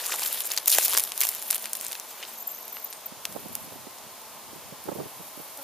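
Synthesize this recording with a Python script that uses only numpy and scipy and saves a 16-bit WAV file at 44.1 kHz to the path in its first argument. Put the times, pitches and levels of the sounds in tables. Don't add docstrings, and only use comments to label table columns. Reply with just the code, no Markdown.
import sys
import numpy as np
from scipy import signal
from scipy.fft import rfft, irfft
from scipy.io import wavfile
from scipy.ndimage import uniform_filter1d

SR = 44100
rng = np.random.default_rng(int(sys.argv[2]) if len(sys.argv) > 2 else 0)


def invert_db(x):
    u = np.asarray(x, float) / 20
    return 10 ** u


def waveform_to_disk(signal):
    frames = np.transpose(np.atleast_2d(signal))
    scaled = np.clip(frames, -1, 1) * 32767
    samples = np.round(scaled).astype(np.int16)
    wavfile.write(sys.argv[1], SR, samples)


N = 248283
HZ = np.fft.rfftfreq(N, 1 / SR)
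T = np.arange(N) / SR

# (low edge [Hz], high edge [Hz])
PIECE_BANDS = [(6000, 99000), (1500, 6000), (350, 1500)]


def evened(x):
    return x / np.sqrt(np.mean(x ** 2) + 1e-20)


def read(points, hz):
    f, value = np.transpose(points)
    return np.interp(np.log(hz + 1), np.log(f + 1), value)


def curve(rows, column, edge_db=-90):
    rows = np.array(rows)
    return np.interp(T, rows[:, 0], rows[:, column], edge_db, edge_db)


def band(x, lo_hz, hi_hz):
    sos = signal.butter(2, [lo_hz, min(hi_hz, SR / 2.2)], "band", fs=SR, output="sos")
    return signal.sosfilt(sos, x)


def share(hz, lo_hz, hi_hz):
    return np.sqrt(1 / (1 + (lo_hz / (hz + 1)) ** 8) / (1 + (hz / hi_hz) ** 8))


def pair(a, b, same):
    half = np.arccos(np.clip(read(same, HZ), -1, 1)) / 2
    mid = rfft(a) * np.cos(half)
    side = rfft(b) * np.sin(half)
    return irfft(np.array([mid + side, mid - side]), N)


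def resonate(x, hz, width):
    turn = np.exp(2j * np.pi * np.cumsum(hz * np.ones(len(x))) / SR)
    r = np.exp(-np.pi * width / SR)
    return 2 * (turn * signal.lfilter([1 - r], [1, -r], x / turn)).real


def wander(per_s):
    width = int(SR / per_s)
    return evened(uniform_filter1d(uniform_filter1d(rng.standard_normal(N), width), width))


def patchy(x, patchy_db):
    z = signal.stft(x, nperseg=256)[2]
    field = rng.standard_normal(z.shape[1:])
    field = evened(uniform_filter1d(uniform_filter1d(field, 14, 0), 9, 1))
    return evened(signal.istft(z * invert_db(patchy_db * field), nperseg=256)[1][:, :N])


def add(mix, s, sound):
    part = mix[..., round(s * SR):][..., :sound.shape[-1]]
    part += sound[..., :part.shape[-1]]


def hush():
    # (frequency [Hz], level [dB per Hz])
    air_colour = [(59, -26.5), (100, -21.5), (240, -12.5), (600, -3), (1010, -2), (1600, -10),
                  (12800, -9.5), (15200, -11)]
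    # (frequency [Hz], correlation [0-1])
    air_same = [(100, 0.94), (270, 0.81), (740, 0.9), (2000, 0.7), (3300, 0.94), (5500, 0.2), (9000, 0)]
    # (frequency [Hz], width [Hz], level [dB])
    drone_lines = [(221, 1.8, -70), (642, 35, -62.5), (873, 38, -60), (1037, 41, -63), (2240, 5.1, -70)]
    air = irfft(rfft(rng.standard_normal((2, N))) * invert_db(read(air_colour, HZ)), N)
    air = invert_db(-43.5) * evened(pair(*air, air_same))
    drone = sum(invert_db(db) * evened(resonate(rng.standard_normal(N), f, width)) for f, width, db in drone_lines)
    return air + drone


def wind():
    # (time [s], level [dB])
    breeze = [
        (0, -75),
        (2.9, -78),
        (3.3, -56),
        (3.85, -60.5),
        (4.12, -68.5),
        (4.43, -63.5),
        (5.0, -58),
        (5.63, -69.5),
    ]
    # (time [s], level [dB])
    puffs_left = [
        (3.381, -46),
        (3.396, -47),
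        (4.877, -37),
        (4.893, -40),
        (4.924, -42.5),
        (4.974, -40),
        (4.999, -36),
        (5.012, -36),
        (5.057, -40),
    ]
    # (time [s], level [dB])
    puffs_right = [(3.123, -42.5), (3.352, -40), (3.362, -31.5), (3.46, -35), (3.496, -44.5),
                   (3.676, -46.5), (3.725, -42.5), (3.76, -42), (3.869, -43), (4.534, -43.5),
                   (4.561, -42.5), (4.726, -39.5), (4.858, -41), (4.888, -28), (4.92, -30.5), (4.956, -37),
                   (4.988, -32.5), (5.003, -33), (5.018, -38.5), (5.033, -43), (5.06, -39), (5.207, -41),
                   (5.375, -40.5), (5.399, -40)]
    # (time [s], peak level [dB])
    buffets = [(2.64, -54), (3.109, -50), (3.166, -48), (3.286, -44), (3.607, -41), (3.651, -47),
               (3.71, -49), (3.795, -51), (3.999, -52), (4.06, -49), (4.349, -52), (4.578, -45),
               (4.649, -45), (4.715, -42), (5.189, -43.5)]
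    lumps = invert_db(4.7 * np.array([wander(33), wander(46)]))
    rumble = band(band(rng.standard_normal((2, N)), 87, 317), 42, 660) * lumps
    out = invert_db(curve(breeze, 1) + 3.5) * evened(rumble)

    t = np.arange(900) / SR
    swell = (t / 0.0038) ** 1.2 * np.exp(1.23 * (1 - t / 0.0053))
    for port, puffs in zip(out, (puffs_left, puffs_right)):
        for s, db in puffs:
            hz = 410 + 12.5 * (db + 36.0)
            push = band(band(rng.standard_normal(1800), 124, 1.54 * hz), 82, 2.07 * hz)[900:]
            eddies = invert_db(1.5 * evened(uniform_filter1d(rng.standard_normal(900), 40)))
            puff = swell * push / push[90:330].std() * eddies
            add(port, s - .005, invert_db(db) * band(puff, 122, 2800))

    buffet_hz, buffet_s = 152, 0.0061
    t = np.arange(-3 * buffet_s, 3 * buffet_s, 1 / SR)
    for s, db in buffets:
        phase, bend = rng.random((2, 2, 1))
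        push = np.sin(2 * np.pi * (buffet_hz * (0.82 + .5 * bend) * t + phase))
        push *= np.exp(-(t / buffet_s) ** 2)
        add(out, s + 0.0122 + t[0], invert_db(db + np.array([[-1.5], [1.5]])) * push)
    return out


def fly():
    # (time [s], level [dB], wingbeat [Hz])
    flypast = [
        (5.57, -67, 280),
        (5.59, -45, 284),
        (5.61, -47, 273),
        (5.63, -57, 276),
    ]
    # (multiple of wingbeat [-], level [dB])
    wing_harmonics = [(1, 4.5), (2, 10), (3, 6), (4, -6), (5, 3)]
    rows = np.transpose(flypast)
    turns = np.cumsum(np.interp(T, rows[0], rows[2])) / SR
    buzz = sum(invert_db(db) * np.sin(2 * np.pi * k * turns) for k, db in wing_harmonics)
    return invert_db(curve(flypast, 1, edge_db=-120)) * evened(buzz)


def slide():
    # (time [s], level [dB])
    slide_level = [
        (3.2, -58),
        (3.32, -55),
        (3.6, -53),
        (3.75, -58),
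        (3.95, -67),
        (4.8, -62),
        (4.93, -56),
        (5.2, -55),
        (5.45, -54),
        (5.63, -53.5),
    ]
    # (frequency [Hz], width [Hz], level [dB])
    scale_bands = [(10800, 300, 8), (12000, 400, 3), (13000, 300, 6), (13300, 350, 4), (12400, 3000, 8)]
    noise = rng.standard_normal((2, N)) * invert_db(2.0 * wander(120) + 0.9 * wander(14))
    hiss = np.zeros((2, N))
    for port, grains in zip(hiss, noise):
        for f, width, db in scale_bands:
            port += invert_db(db) * resonate(resonate(grains, f, 1.3 * width), f, 1.3 * width)
    return invert_db(curve(slide_level, 1) + 7.5) * evened(hiss)


def slip(hz, length, wobble):
    t = np.arange(max(int(length * SR), 60)) / SR
    shake = evened(uniform_filter1d(rng.standard_normal((2, len(t))), 60))
    tone = np.sin(2 * np.pi * np.cumsum(hz * (1 + wobble * shake[0])) / SR)
    swell = np.minimum(t / 0.0024, 1) * (0.66 + 0.35 * t / length)
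    stop = np.minimum((length - t) / 0.00066, 1)
    return tone * invert_db(2.9 * shake[1]) * swell * stop


def squeak():
    # (time [s], level [dB], pitch [Hz])
    whistle = [
        (2.05, -62, 13300),
        (2.1, -49, 13300),
        (2.26, -57, 13100),
        (2.4, -44, 13000),
        (2.45, -60, 13800),
        (2.49, -47, 13000),
        (2.68, -52, 12600),
        (2.78, -50, 12800),
        (3.1, -60, 13300),
    ]
    # (time [s], peak level [dB], pitch [Hz])
    loud_slips = [(2.4059, -28, 12900), (2.422, -26, 14300), (2.473, -18.5, 13800), (2.489, -29, 13200),
                  (2.5097, -30, 13800), (2.5154, -27, 12900), (2.542, -30, 12760), (2.558, -34, 12300),
                  (2.582, -32, 14700), (2.607, -31, 12500), (2.624, -32, 12700), (2.65, -33, 12500),
                  (2.692, -36, 12700), (2.7262, -24.5, 14100), (2.746, -32, 12200), (2.757, -29, 13000),
                  (2.767, -30, 12900), (2.779, -33, 12800), (2.797, -32, 14700), (2.824, -32, 12700),
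                  (2.8429, -19.5, 13600), (2.8674, -33, 14700), (2.903, -31, 12500), (3.06, -21.5, 13900)]
    # (time [s], peak level [dB], pitch [Hz], length [s])
    low_slips = [
        (2.082, -50, 7640, 0.028),
        (2.278, -48, 8250, 0.024),
        (2.402, -50, 7270, 0.027),
        (2.46, -49, 7340, 0.054),
        (2.937, -52, 8900, 0.044),
    ]
    rows = np.transpose(whistle)
    hz = np.interp(T, rows[0], rows[2]) * (1 + 0.035 * wander(260))
    fuzz = resonate(resonate(rng.standard_normal(N), hz, 1500), hz, 1500)
    fuzz = evened(invert_db(3.6 * wander(200)) * fuzz)
    skip = resonate(resonate(rng.standard_normal(N), 0.5 * hz, 500), 0.457 * hz, 500)
    skip = evened(invert_db(3.2 * wander(80)) * skip)
    strokes_per_s, stroke_start_s, gap_db = 41, 2.3, -5
    gap = ((1 + np.cos(2 * np.pi * strokes_per_s * (T - stroke_start_s + 0.0036))) / 2) ** 3
    out = invert_db(curve(whistle, 1) + gap_db * gap) * (fuzz + invert_db(-10.5) * skip)
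    for s, db, f in loud_slips:
        add(out, s - .003, invert_db(db - 9.0) * slip(f, .0115, wobble=0.025))
    for s, db, f, length in low_slips:
        add(out, s, invert_db(db - 2.0) * slip(f, length, wobble=0.027))
    late = np.roll(out, 1)
    return invert_db(4.5) * np.array([out, 0.77 * out + 0.41 * late])


def chips():
    # (time [s], peak level [dB], pitch [Hz])
    litter_chips = [(0.005, -35, 1750), (0.0389, -30.5, 2190), (0.096, -30, 1110.0), (0.1043, -32, 1400.0),
                    (0.1068, -26.5, 5600.0), (0.1222, -26.5, 2220.0), (0.1247, -22, 14110.0),
                    (0.1302, -31, 1400.0), (0.1302, -27, 5600.0), (0.1338, -26, 3530.0),
                    (0.1347, -35, 1400.0), (0.1402, -31, 2800.0), (0.1417, -26, 8890.0),
                    (0.1422, -29, 880.0), (0.1876, -31.5, 2220.0), (0.221, -31, 890), (0.232, -24, 4440.0),
                    (0.236, -22, 7060.0), (0.2614, -25.5, 4440.0), (0.2648, -35, 2830),
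                    (0.2664, -33, 5600.0), (0.3163, -36, 2800.0), (0.345, -24, 11200.0),
                    (0.3791, -33, 3530.0), (0.407, -28, 3560), (0.4071, -26, 11200.0), (0.438, -28, 7060.0),
                    (0.4654, -28, 11200.0), (0.4679, -28, 11200.0), (0.5143, -36, 1750), (0.5143, -25, 3570),
                    (0.5218, -23, 14110.0), (0.5248, -28, 11200.0), (0.5278, -42, 2220.0),
                    (0.537, -38, 2220.0), (0.5373, -25, 11200.0), (0.6011, -36, 5600.0),
                    (0.6316, -33, 14110.0), (0.6598, -33, 3530.0), (0.6625, -31, 14110.0),
                    (0.7525, -29, 2220.0), (0.7862, -10, 14110.0), (0.8102, -32, 2220.0),
                    (0.8381, -21, 7000), (0.882, -37, 880.0), (0.882, -32, 2220.0), (0.8945, -24, 11200.0),
                    (0.897, -24, 11200.0), (0.9204, -29, 4440.0), (0.9279, -26, 3530.0),
                    (0.9279, -22, 14110.0), (0.9349, -17, 14110.0), (0.9414, -19, 11200.0),
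                    (0.9709, -28, 2220.0), (0.9803, -17, 11200.0), (0.9957, -39, 1110.0),
                    (1.0322, -29, 11200.0), (1.0501, -31, 11200.0), (1.0751, -40, 1400.0),
                  (1.0751, -34.5, 3530.0), (1.0771, -31, 11200.0), (1.0825, -33, 14110.0),
                  (1.1015, -31, 11200.0), (1.1205, -26, 11200.0), (1.1579, -33, 11200.0),
                  (1.2146, -11, 11300), (1.2232, -17, 11200.0), (1.2297, -25.5, 2220.0),
                  (1.2356, -24, 2220.0), (1.236, -17, 11200.0), (1.2522, -29, 4440.0),
                  (1.2522, -13, 14110.0), (1.2525, -33.5, 890), (1.3175, -26, 11200.0),
                  (1.324, -37, 2220.0), (1.3554, -29, 11200.0), (1.3844, -32, 14110.0),
                  (1.3943, -30, 11200.0), (1.4253, -26, 11200.0), (1.4881, -38, 2800.0),
                  (1.5156, -28, 11200.0), (1.532, -36, 1400.0), (1.5345, -35, 2220.0), (1.557, -33, 2800.0),
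                  (1.557, -21, 11200.0), (1.6078, -33, 14110.0), (1.6248, -26, 14110.0),
                  (1.6423, -36, 7060.0), (1.657, -24, 11200.0), (1.6642, -38, 2220.0),
                  (1.6961, -31, 11200.0), (1.753, -31.5, 3530.0), (1.771, -25, 11200.0),
                  (1.7989, -36, 4440.0), (1.8054, -32, 8890.0), (1.8119, -35, 2800.0),
                  (1.8453, -33, 11200.0), (1.8488, -37, 3530.0), (1.8488, -25, 11200.0),
                  (1.9151, -31, 8890.0), (1.9211, -39, 3530.0), (1.9301, -26, 11200.0),
                  (1.9481, -29, 14110.0), (2.2345, -27.5, 2780), (2.2384, -35, 2800.0),
                  (2.2517, -34, 3530.0), (3.485, -34, 11200.0), (3.9101, -39, 14110.0),
                  (3.9867, -40, 8890.0), (4.8405, -32.5, 11200.0),
                    (.5757, -17, 4300),
        (.5775, -17, 5600),
        (.5182, -21, 6000),
        (3.36, -37, 800),
        (5.575, -36, 10800),
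        (3.985, -43, 5200),
        (3.815, -44, 9500),
    ]
    out = np.zeros((2, N))
    t, hz = np.arange(1024) / SR - .004, np.fft.rfftfreq(1024, 1 / SR)
    for s, db, pitch_hz in litter_chips:
        t60 = 0.0041 + 8.3 / pitch_hz
        shape = invert_db(-60 * np.maximum(t, 0) / t60 + 60 * np.minimum(t, 0) / 0.0011)
        tick = rfft(rng.standard_normal((2, 1024)) * shape)
        tick /= uniform_filter1d(abs(tick), 24) ** .5
        octaves = np.log2((hz + 1) / pitch_hz)
        tick = irfft(tick * np.exp(-(octaves / .45) ** 2), 1024)
        tick /= tick[:, 170:250].std(1, keepdims=True)
        add(out, max(s - .0045, 0), invert_db(db - 3.5) * tick)
    return out


def snaps():
    # (time [s], peak level [dB], pitch [Hz])
    flakes = [(0.0644, -14, 10700), (0.1604, -18, 13600), (0.3274, -10, 12900), (0.4734, -19, 12300),
              (0.6803, 0.5, 13500), (0.6965, -6, 11500), (0.7165, -3, 10200), (0.8534, -11, 12000),
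              (0.9064, -13, 9610), (0.9432, -12, 10300), (0.9835, -4, 12000), (0.9965, -6, 10200),
              (1.0032, -9, 13400), (1.0373, -8, 11100), (1.177, -11, 10800), (1.2054, -4, 13000),
              (1.218, -11, 11300), (1.289, -6.5, 12200), (1.3486, -16.5, 13200), (1.4182, -21, 9880),
              (1.5085, -2.5, 10400), (1.519, -15, 14000), (1.5451, -8, 11400), (1.732, -9, 9050),
              (1.8821, -20, 11800), (1.9204, -17, 12900)]
    # (time [s], level [dB], body over edge [dB], t60 [s],
    # pitch [Hz])
    leaf_breaks = [(0.0614, -26, -10, .008, 10700), (0.4062, -26.5, -10, 0.014, 4100),
                   (0.5036, -29, -11, .006, 10500), (0.5181, -24, -8, 0.0089, 5950),
                   (0.537, -35, -7, .012, 1840), (0.5647, -28, -10, 0.027, 10500),
                   (0.576, -22, -2, 0.021, 4660), (0.5816, -26, -5, 0.033, 4220),
                   (0.659, -22, -19, .007, 13600), (0.677, -15.5, -16, .049, 11100),
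                   (0.7014, -15, -18, 0.022, 5250), (0.725, -22, -18, 0.04, 12400),
                   (0.849, -16, -24, 0.05, 12000), (0.882, -18.5, -13, 0.011, 14400),
                   (1.1201, -29.5, -0.5, 0.006, 3020), (1.2138, -23, -1.5, 0.012, 2240),
                   (1.222, -26.5, -2, 0.0054, 11300), (1.27, -22, -10, .004, 12000),
                   (1.5055, -21.5, -5, .003, 10500), (1.528, -24.5, -8, 0.015, 3900),
                   (1.6572, -31, -1, 0.0078, 2230), (1.7526, -27, -14, 0.0091, 10700),
                   (1.812, -26, -16, .006, 11200), (1.8662, -27, -11, 0.0078, 8100),
                   (1.425, -36.5, 0, 0.0065, 6950), (1.5804, -31.5, -10, .017, 9000),
                    (1.6424, -48.5, 14, .012, 3900), (1.915, -42.5, 6.5, .012, 2710),
                    (1.9293, -34, -2.5, 0.038, 3450), (1.953, -41.5, 8.5, 0.0088, 2500),
                    (1.999, -27.5, -16, .006, 5500), (2.228, -58, 24, 0.051, 2730),
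                    (2.68, -33.5, -16, .02, 12700), (2.928, -35, -3.5, 0.004, 9050),
                    (2.9325, -37, -6, 0.0055, 8700), (3.2536, -24, -2, 0.012, 2970),
                    (3.325, -40, -7, .025, 8000), (3.553, -20.5, -16, 0.011, 13300),
                    (4.217, -40, -20, .009, 13000), (5.5733, -39, -11, .035, 10900)]
    # (time [s], level [dB], body over edge [dB], pitch [Hz])
    stem_cracks = [(0.1223, -31.5, -1.5, 1800), (.14, -53, 10, 1500), (0.195, -25, -11.5, 5280),
                   (0.221, -53, 16, 926), (0.7852, -14, -8.5, 2400), (0.9287, -37, 2, 800),
                   (0.9347, -22, -8.5, 3880), (.95, -43, 15.5, 990), (0.9701, -17, -15, 4600),
                   (0.9755, -10.5, -16.5, 5000), (1.2358, -23, -18, 5360), (1.252, -32, 0, 1010),
                   (2.769, -56.5, 18.5, 2800)]
    # (time [s], level [dB], pitch [Hz], half-length [s])
    stick_knock = (0.7865, -13.5, 810, .001)
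    # (level [dB], half-length [s])
    ground_jolt = (-42, .002)
    leaf_low_db, stem_low_db = -14.5, 0
    breaks = [(s + 0.00093, db - 10, -18, 0.0083, f, leaf_low_db) for s, db, f in flakes]
    breaks += [(*row, leaf_low_db) for row in leaf_breaks]
    breaks += [(s, db, body_db, 0.0076, f, stem_low_db) for s, db, body_db, f in stem_cracks]

    out = np.zeros((2, N))
    t, hz = np.arange(1024) / SR - .005, np.fft.rfftfreq(1024, 1 / SR)
    sizes = np.array([share(hz, *edge) for edge in PIECE_BANDS])[:, None]
    after, before = np.maximum(t, 0), np.minimum(t, 0)
    for s, fine_db, body_db, t60, pitch_hz, low_db in breaks:
        t60 = max(0.5 * t60, .002)
        rattle = invert_db(-24.5 - 60 * after / 0.063)
        shape = (invert_db(-60 * after / t60) + rattle) * invert_db(before * 60 / 0.0025)
        tear = rfft(rng.standard_normal((2, 1024)) * shape)
        tear /= uniform_filter1d(abs(tear), 24) ** 0.51
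        octaves = np.log2((hz + 1) / pitch_hz)
        ring = invert_db(5.5 * np.exp(-(octaves / 0.24) ** 2) + 3.5 * np.minimum(octaves, 0))
        parts = irfft(tear * ring * sizes, 1024)
        parts /= parts[..., 170:270].std(2, keepdims=True)
        part_db = fine_db + np.array([0, body_db, body_db + low_db])
        add(out, s - .005, (invert_db(part_db)[:, None, None] * parts).sum(0))

    s, db, ring_hz, half_s = stick_knock
    add(out, s - .005, invert_db(db) * np.exp(-(t / half_s) ** 2) * np.cos(2 * np.pi * ring_hz * t))
    jolt_db, jolt_s = ground_jolt
    jolt = np.exp(-((T - s) / jolt_s) ** 2) * np.cos(2 * np.pi * 150 * (T - s))
    return out + invert_db(jolt_db) * jolt


def crush():
    # (time [s], force [dB], crispness [dB], growth [dB])
    pushes = [(0.0, -34, 3, -2), (.02, -35.5, -1, 3.5), (.07, -36, 2, -1), (0.116, -31, -2.5, -2),
              (0.16, -34.5, 6.5, 9.5), (0.24, -34, 6, 1), (.257, -32, 8, -3), (0.286, -36, 5, -3),
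              (.31, -34, 5, 1), (.335, -35.5, 8, -3.5), (.4, -37, 10, -1), (.425, -39.5, 3, 5),
              (.455, -36, 11, 0), (0.476, -39.5, -1, 2), (0.503, -35, -1, -4), (0.548, -41.5, -2, 1),
              (0.579, -41, -5, 1), (0.606, -47.5, 6, -3), (0.659, -41, 6, 26), (0.677, -34, 14, 7),
              (0.719, -23, 7.5, 1), (.752, -26, 6.5, -1), (0.791, -27.5, 7, 6.5), (0.861, -31.5, 2, 1),
              (.915, -29.5, -0.5, 0.5), (1.003, -39.5, 8, -5), (1.101, -46, 5, 1), (1.158, -40.5, 8, 5),
              (1.2, -33.5, 8, 8.5), (1.251, -40.5, 9, -9), (1.425, -44, 13.5, 1), (1.505, -39.5, 9, 11),
              (1.567, -44.5, 10, 4), (1.637, -46.5, 5, -13), (1.752, -41, 9, -8), (1.775, -47, 9, -1),
              (1.823, -46.5, 5, -14), (2.083, -50.5, 6, -5), (2.179, -47, -5, 0), (2.229, -49, -8, -4),
              (2.27, -48.5, 4, -4), (2.36, -68, 2, -5)]
    # (frequency [Hz], level [dB per Hz])
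    litter_colour = [(250, -10), (600, -6.5), (1200, -9), (3000, 3), (6000, 5), (11500, 25), (15000, 26.5),
                     (16500, 34.5)]
    rows = np.array(pushes)
    now = np.clip(np.searchsorted(rows[:, 0], T, "right") - 1, 0, len(rows) - 1)
    span = np.append(np.diff(rows[:, 0]), 1)
    growth_db = rows[now, 3] * np.clip((T - rows[now, 0]) / span[now] - .5, -.5, .5)

    busy = invert_db(2.5 * wander(400))
    happens = rng.random(N) < 2500 * busy / SR
    size = invert_db(4.3 * np.minimum(rng.exponential(1, N), 3.2)) * happens
    leaf = rng.integers(0, 16, N)
    t = np.arange(300) / SR
    cracks = np.zeros((2, N))
    for k in range(16):
        tilt = rng.uniform(-1.2, 0.26)
        crack = signal.lfilter([1, tilt], [1], rng.standard_normal((2, 300))) * invert_db(-60 * t / 0.0027)
        cracks += signal.oaconvolve((size * (leaf == k))[None], crack, axes=1)[:, :N]

    friction = np.sqrt(busy) * rng.standard_normal((2, N))
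    bed = patchy(evened(cracks) + invert_db(-2.5) * evened(friction), patchy_db=2.0)
    bed /= uniform_filter1d((bed ** 2).mean(0), 900) ** 0.14
    bed = rfft(bed) * invert_db(read(litter_colour, HZ))

    force_db, crisp_db = rows[now, 1], rows[now, 2]
    soil_db = -51.5 + 0.69 * (force_db + 42.5) - 0.51 * crisp_db
    out = np.zeros((2, N))
    for db, edge in zip((force_db + crisp_db, force_db, soil_db), PIECE_BANDS):
        level = uniform_filter1d(invert_db(db + growth_db), 90)
        out += level * evened(irfft(bed * share(HZ, *edge), N))
    return out


def scene():
    # (frequency [Hz], correlation [0-1])
    litter_same = [(300, 1), (1200, 1), (3000, 1), (4900, 0.88), (9000, 0.61), (15000, 0.4)]
    # (frequency [Hz], phase [rad])
    left_lead = [(5000, 0), (7500, .3), (11300, .7), (15400, .8)]
    rest = hush() + wind() + fly() + slide() + squeak()
    litter = chips() + snaps() + crush()
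    leaves = rfft(pair(*litter, litter_same)) * invert_db(np.array([[.5], [-.5]]))
    lead = np.exp(.5j * np.array([[1], [-1]]) * read(left_lead, HZ))
    return irfft(leaves * lead, N) + rest


def roll_off(x):
    return signal.sosfilt(signal.butter(12, 16610, fs=SR, output="sos"), x)


def record(dry):
    notch = 1 - 1.0 / (1 + ((HZ - 7950) / 70) ** 2)
    below = 1 / (1 + (HZ / 15290) ** 300)
    top = irfft(rfft(dry) * (1 - below) / (1 + (HZ / 16150) ** 200), N)
    power = uniform_filter1d((top ** 2).mean(0), 100)
    sudden = power > 5.0 * uniform_filter1d(power, 3000)
    kept = np.minimum(uniform_filter1d(sudden * 1., 300) * 8, 1)
    whole = irfft(rfft(dry) * notch * below, N) + invert_db(-15) * kept * top
    return roll_off(np.clip(whole, -1, 1))


dry = scene()
out = record(dry)
waveform_to_disk(out)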